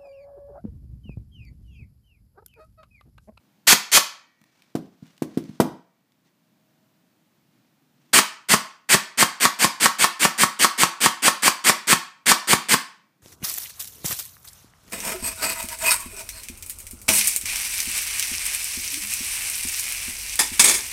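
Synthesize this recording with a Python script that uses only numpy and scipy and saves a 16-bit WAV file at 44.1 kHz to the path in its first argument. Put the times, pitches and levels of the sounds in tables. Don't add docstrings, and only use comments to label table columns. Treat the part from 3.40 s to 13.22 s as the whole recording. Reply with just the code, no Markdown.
import sys
import numpy as np
from scipy import signal
from scipy.fft import rfft, irfft
from scipy.io import wavfile
from scipy.ndimage import uniform_filter1d

SR = 44100
rng = np.random.default_rng(int(sys.argv[2]) if len(sys.argv) > 2 else 0)


def digitize_waveform(pressure):
    field = np.atleast_2d(pressure).T
    bounded = np.clip(field, -1, 1)
    quanta = np.round(bounded * 32767).astype(np.int16)
    wavfile.write(sys.argv[1], SR, quanta)


N = 433062
T = np.arange(N) / SR


def undb(db):
    return 10 ** (np.asarray(db) / 20)


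def unit(x):
    return x / np.sqrt(np.mean(x ** 2))


def add(out, s, x):
    i = max(int(s * SR), 0)
    out[i:i + len(x)] += x[:len(out) - i]


def convolve(x, response):
    return signal.fftconvolve(x, response)[:len(x)]


def high_pass(x, hz, order):
    return signal.sosfilt(signal.butter(order, hz, "high", fs=SR, output="sos"), x)


def colour(points, peaks=(), size=4096):
    f = np.fft.rfftfreq(size, 1 / SR) + 1
    hz, level_db = np.transpose(points)
    db = np.interp(np.log(f), np.log(hz), level_db)
    for centre_hz, width_hz, peak_db in peaks:
        db = db + peak_db / (1 + (2 * (f - centre_hz) / width_hz) ** 2)
    cepstrum = irfft(np.log(undb(db)))
    cepstrum[1:size // 2] *= 2
    cepstrum[size // 2 + 1:] = 0
    response = irfft(np.exp(rfft(cepstrum)))
    return response / np.linalg.norm(response)


def fade(t, t60):
    return np.exp(-np.log(1000) * t / t60)


def swell(start_s, length_s):
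    return np.sin(np.pi * np.clip((T - start_s) / length_s, 0, 1))


def push(ms):
    return np.sin(np.pi * np.minimum(T[:SR // 50] * 10 ** 3 / ms, 1))


def burst(response, t60):
    t = T[:SR // 5]
    return convolve(rng.standard_normal(len(t)) * fade(t, t60), response)


def ring(modes, t, detune):
    out = np.zeros(len(t))
    for hz, db, t60 in modes:
        tuned_hz = hz * (1 + detune * rng.standard_normal())
        out += undb(db) * fade(t, t60) * np.sin(2 * np.pi * tuned_hz * t)
    return out


# frequency in Hz, relative density in dB per Hz.
AIR_SPECTRUM = [(30, -25.5), (70, -23.5), (135, -2), (210, -2), (330, -7), (400, -16.5), (650, -15.5),
                (1200, -20), (4000, -25), (10000, -32), (15000, -27.5)]
AIR_DB = -64.5


def air():
    return undb(AIR_DB) * unit(convolve(rng.standard_normal(N), colour(AIR_SPECTRUM)))


def teeth(t, start_hz=1500, top_hz=2500, spin_up_s=.025, scatter_db=4, scrape=1.0, wobble=0.07):
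    slip, speed_spread = .22, .06
    hz = top_hz + (start_hz - top_hz) * np.exp(-t / spin_up_s)
    hz = hz * (1 + speed_spread * rng.standard_normal())
    tooth = np.cumsum(hz) / SR
    count = int(tooth[-1])
    late, hard = rng.standard_normal((2, count))
    at = np.interp(np.arange(count) + slip * late, tooth, np.arange(len(t))).astype(int)
    impacts = np.bincount(at, undb(scatter_db * hard), len(t))
    rasp = unit(impacts - impacts.mean()) + scrape * rng.standard_normal(len(t))
    return unit(rasp * (1 + wobble * np.sin(2 * np.pi * tooth / 10)))


# motor start in seconds, piston slam in seconds, then relative levels
# in dB of the gears, the slam and the low thump.
SHOTS = [(0.268, 0.3278, -7.5, -1, -4), (0.513, 0.575, -7.5, -2.5, -14.5), (4.729, 4.789, -8, -2, -18.5),
         (5.083, 5.1384, -10.5, -3.5, -2), (5.486, 5.544, -9.5, -3.5, -1),
         (5.771, 5.827, -10.5, -3.5, -4.5), (5.997, 6.053, -13, -2, -8.5), (6.185, 6.245, -13, -2, -5),
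         (6.396, 6.458, -12.5, -2, -16), (6.581, 6.6428, -13, -3.5, -22), (6.791, 6.8516, -13.5, -3, -7.5),
         (6.974, 7.035, -12.5, -3.5, -6), (7.187, 7.246, -11.5, -3, -15.5),
         (7.374, 7.4343, -13, -2.5, -8.5), (7.6, 7.661, -12, -3, -6), (7.818, 7.881, -11, -3.5, -16),
         (8.018, 8.0798, -11, -3.5, -13), (8.237, 8.2961, -10.5, -1, -13), (8.467, 8.529, -10.5, -3, -4),
         (8.855, 8.917, -9.5, 0, -18), (9.069, 9.1323, -11.5, -2, 0), (9.282, 9.3401, -11.5, -7, -7)]
SET_DOWN_S = 2.2
# frequency in Hz, relative level in dB.
RASP_HELD = [(35, -49), (60, -25.5), (633, -9), (1100, -8), (1630, -2), (3190, -5), (3750, -5),
             (6380, -4.5), (7330, -2.5), (9900, -8.5), (15000, -12)]
RASP_BENCH = [(35, -40.5), (60, -26), (209, -0.5), (564, -7.5), (1100, -3.5), (1750, 0), (2470, -3.5),
              (3930, -7), (4730, -3.5), (5180, -7), (7330, -6), (7860, -6.5), (9230, -3.5), (10100, -9.5),
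              (15000, -12)]
# frequency in Hz, width in Hz, height in dB.
PEAKS_HELD = [(3190, 300, 5), (4500, 720, 3.5), (6400, 560, 4.5), (9440, 410, 6.5), (11390, 550, 5)]
PEAKS_BENCH = [(254, 17, 4), (1658, 70, 1.4), (2280, 500, 2.7), (3170, 530, 4.6), (4520, 640, 1.7),
               (7940, 1100, 6.3), (9070, 400, 3.9)]
REST_S = 1
SLACK_DB, RESTED_SLACK_DB = -12, 1
LATCH_S, LATCH_DB = 0.0044, -12.5


def gears(attack_s=0.015, loaded=.68, coast_t60=0.068, held_db=0, bench_db=-1.5):
    out, t, last_slam = np.zeros(N), T[:SR // 8], -np.inf
    held = undb(held_db) * colour(RASP_HELD, PEAKS_HELD)
    lying = undb(bench_db) * colour(RASP_BENCH, PEAKS_BENCH)
    for start, slam, db, _, _ in SHOTS:
        wind_s = slam - start
        shell = held if start < SET_DOWN_S else lying
        slack_db = RESTED_SLACK_DB if start - last_slam > REST_S else SLACK_DB
        load = undb(db + slack_db * np.maximum(1 - t / (loaded * wind_s), 0))
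        take_up = np.sin(np.pi / 2 * np.minimum(t / attack_s, 1)) ** 2
        coast = fade(np.maximum(t - wind_s, 0), coast_t60)
        add(out, start, convolve(teeth(t) * load * take_up * coast, shell))
        add(out, start + LATCH_S, undb(db + LATCH_DB) * burst(shell, t60=0.0149))
        last_slam = slam
    return out


RACK_TEETH = 9
RACK_DB, RACK_T60_S = -3.5, 0.012


def rack(scatter_db=3, slip=.2):
    out = np.zeros(N)
    body = colour(RASP_BENCH, [(2200, 1600, 7)])
    for start, slam, db, _, _ in SHOTS:
        for k, (late, hard) in enumerate(rng.standard_normal((RACK_TEETH, 2))):
            share = (k + 2 + slip * late) / (RACK_TEETH + 2)
            gain = share ** .5 * undb(db + RACK_DB + scatter_db * hard)
            add(out, start + share * (slam - start), gain * burst(body, RACK_T60_S))
    return out


# frequency in Hz, relative level in dB, 60 dB decay in seconds.
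SHELL_MODES = [(650, -36.5, 0.029), (1103, -2, 0.024), (1278, -14.5, 0.035), (1810, -12, 0.04),
               (2430, -17.5, 0.0089), (342, -39, 0.24), (937, -40.5, 0.46), (939, -26, 0.19),
               (1153, -39, 0.27), (1280, -32, 0.28), (1496, -42, 0.52), (1850, -37.5, 0.28)]
# frequency in Hz, relative level in dB.
CRACK_SPECTRUM = [(100, -19.5), (400, 2), (1500, 7.5), (3000, -1), (4700, 3), (6500, 3), (9000, -3.5),
                  (12000, -3.5), (14700, -21.5)]
# frequency in Hz, relative level in dB, 60 dB decay in seconds.
SPRING_MODES = [(1914, -68, 1.6), (2304, -71, 2.0), (1809, -72, 1.6), (2218, -73, 1.5)]
BOUNCE_S, BOUNCE_SPREAD = .0052, .06


def piston(crack_db=-3, rattle_db=-17, rattle_t60=0.14, shell_db=1, held_db=-5,
           puff_db=-9, puff_ms=3.0, bounce_db=-5, bounce_puff_db=-1):
    out, t, crack = np.zeros(N), T[:SR // 2], colour(CRACK_SPECTRUM)
    for start, slam, _, db, thump_db in SHOTS:
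        bounce = slam + BOUNCE_S * (1 + BOUNCE_SPREAD * rng.standard_normal())
        grip_db = held_db if start < SET_DOWN_S else 0
        blows = [(slam, db, thump_db), (bounce, db + bounce_db, thump_db + bounce_puff_db)]
        for s, blow_db, air_db in blows:
            add(out, s, undb(blow_db + crack_db) * burst(crack, t60=.012))
            add(out, s, undb(blow_db + rattle_db) * burst(crack, rattle_t60))
            add(out, s, undb(blow_db + shell_db + grip_db) * ring(SHELL_MODES, t, detune=0.009))
            add(out, s, -undb(air_db + puff_db) * push(puff_ms) ** 2)
        spring_db = 10 if start < SET_DOWN_S else 0
        add(out, slam, undb(db + spring_db) * ring(SPRING_MODES, T[:2 * SR], detune=.0003))
    return out


# time in seconds, relative level in dB, frequency in Hz.
TICKS = [(1.015, -41, 1880), (1.0395, -39, 1920), (1.2211, -37, 3080), (1.667, -43, 2300),
         (1.767, -49, 2990), (1.7786, -39, 2910), (2.0394, -39.5, 4630), (2.7204, -49.5, 3100)]
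# middle in seconds, length in seconds, relative peak level in dB.
SLIDES = [(1.25, 0.91, -65), (1.678, 0.24, -62.5), (2.047, 0.68, -55), (2.871, .07, -63), (4.201, .35, -77),
          (4.659, 0.33, -72)]


def handling(tick_db=-7, tick_t60=0.018, grain_db=3):
    out = np.zeros(N)
    for s, db, hz in TICKS:
        tick = colour([(hz / 8, -14), (hz, 0), (hz * 4, -14)])
        add(out, s, undb(db + tick_db) * burst(tick, tick_t60))
    grip = unit(uniform_filter1d(rng.standard_normal(N), SR // 80))
    skin = colour([(300, 3.5), (2000, 2.5), (6000, -2), (14000, -18.5)])
    rub = convolve(rng.standard_normal(N) * undb(grain_db * grip), skin)
    for middle_s, length_s, db in SLIDES:
        out += rub * undb(db) * swell(middle_s - length_s / 2, length_s) ** 2
    return out


# time in seconds, relative level in dB, contact time in ms,
# click in dB re the knock.
KNOCKS = [(1.013, -48.5, 3.7, -15.5), (1.351, -10.5, 1.54, -18.5), (1.624, -32, 4.1, -36),
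          (1.82, -10.5, 1.6, -17), (1.972, -8, 1.86, -21.5), (2.092, -26, 3.8, -35), (2.2, 2, 0.83, -11.5)]
# frequency in Hz, relative level in dB, 60 dB decay in seconds.
BENCH_MODES = [(160.4, -18, 0.25), (217, -13.5, 0.099), (270, -6, .06), (338, -3, 0.042), (442, 0, 0.023),
               (675.6, 0.5, 0.032), (914, -4, 0.013), (1210, -21.5, 0.0161), (186, -28.5, 0.51),
               (259.3, -20.5, .33), (320, -15, 0.28)]
# frequency in Hz, relative level in dB.
CLICK_SPECTRUM = [(100, -9.5), (400, 16.5), (1000, 16), (1700, 6.5), (4000, 2), (9000, 0.5), (14500, -4)]
# frequency in Hz, relative level in dB.
JOSTLE_SPECTRUM = [(100, -13), (200, 0.5), (350, -4), (550, -8), (900, -7), (1400, -14.5), (4000, -34)]


def knocks(thud_db=-1, click_t60=0.076, spring_db=-4, radiate_hz=140, jostle_db=-19, jostle_t60=0.35):
    out, t = np.zeros(N), T[:SR]
    click, loose = colour(CLICK_SPECTRUM), colour(JOSTLE_SPECTRUM)
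    for s, db, contact_ms, click_db in KNOCKS:
        force = push(contact_ms)
        thud = high_pass(convolve(ring(BENCH_MODES, t, detune=0.03), force), radiate_hz, order=3)
        add(out, s, undb(db + thud_db) * thud / np.abs(thud).max())
        jostle = convolve(burst(loose, jostle_t60), force / force.sum())
        add(out, s, undb(db + jostle_db) * jostle)
        add(out, s + 0.002, undb(db + click_db - 3) * burst(click, click_t60))
        add(out, s, undb(db + spring_db) * ring(SPRING_MODES, t, detune=.0003))
    return out


TONE_S, TONE_LENGTH_S, TONE_DB = 2.82, 1.05, -75
TONE_HZ, TONE_GLIDE_HZ, TONE_GLIDE_S = 637, 85, 0.16


def faint_tone():
    hz = TONE_HZ - TONE_GLIDE_HZ * np.exp(-np.maximum(T - TONE_S, 0) / TONE_GLIDE_S)
    return undb(TONE_DB) * swell(TONE_S, TONE_LENGTH_S) * np.sin(2 * np.pi * np.cumsum(hz) / SR)


def recoil(push_db=-18, contact_ms=5.4):
    out = np.zeros(N)
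    for _, slam, _, _, thump_db in SHOTS:
        if slam > SET_DOWN_S:
            thud = convolve(ring(BENCH_MODES, T[:SR // 2], detune=0.036), push(contact_ms))
            add(out, slam, -undb(thump_db + push_db) * thud / np.abs(thud).max())
    return high_pass(out, 84, order=3)


# frequency in Hz, 60 dB decay in seconds, relative level in dB.
ROOM_BANDS = [(100, 0.082, -13), (243, 0.26, -5), (434, 0.5, -16.5), (1030, 0.44, -4.5), (2200, 0.42, -5),
              (4700, 0.37, -3.5), (8584, 0.28, -8), (14495, 0.22, -5)]
WALL_S, WALL_DB = .023, -20.5


def room(x, gap_s=.004, build_s=0.011, early_db=2, early_s=0.012, count=6):
    t = T[:2 * SR // 3]
    f = np.fft.rfftfreq(len(t), 1 / SR) + 1
    hz, t60, db = np.transpose(ROOM_BANDS)
    bands = np.array([np.interp(np.log(f), np.log(hz), share) for share in np.eye(len(hz))])
    build_up = np.clip((t - gap_s) / build_s, 0, 1)
    shape = build_up * fade(t, t60[:, None]) * undb(early_db * np.exp(-t / early_s))
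    shape *= (undb(db - 5.5) / np.linalg.norm(shape, axis=1))[:, None]
    place = T / .014
    out = np.zeros(N)
    add(out, WALL_S, undb(WALL_DB) * x)
    for k in range(count):
        noise = irfft(bands * rfft(rng.standard_normal(len(t))), n=len(t))
        tail = np.sum(shape * noise, axis=0)
        turn = np.sin(np.pi / 2 * np.minimum((place - k) % count, 2))
        out += convolve(x * turn, tail)
    return out


def scene(shot_db=6, knock_db=3, gears_wet_db=-1, piston_wet_db=-1, bench_wet_db=-2):
    rasp = undb(shot_db) * (gears() + rack())
    slams = undb(shot_db) * piston() + handling()
    bench = undb(knock_db) * knocks() + undb(shot_db) * recoil()
    echo = room(undb(gears_wet_db) * rasp + undb(piston_wet_db) * slams + undb(bench_wet_db) * bench)
    return (rasp + slams + bench + echo + air() + faint_tone())[None]


def gain_control(x, threshold_db=-27, slope=0.26, release_db_s=22):
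    power = signal.lfilter([1 / 200], [1, 1 / 200 - 1], x ** 2)
    level_db = 10 * np.log10(power + 1e-12)
    held_db = np.maximum.accumulate(level_db + release_db_s * T) - release_db_s * T
    return x * undb(-slope * np.maximum(held_db - threshold_db, 0))


TOP_HZ = 15450


def record(dry, bass_hz=92):
    ceiling = 1.2
    thinned = high_pass(dry[0], bass_hz, order=2)
    rounded = ceiling * np.tanh(gain_control(thinned) / ceiling)
    return signal.sosfilt(signal.ellip(12, .2, 80, TOP_HZ, fs=SR, output="sos"), rounded)[None]


dry = scene()
out = record(dry)
digitize_waveform(out)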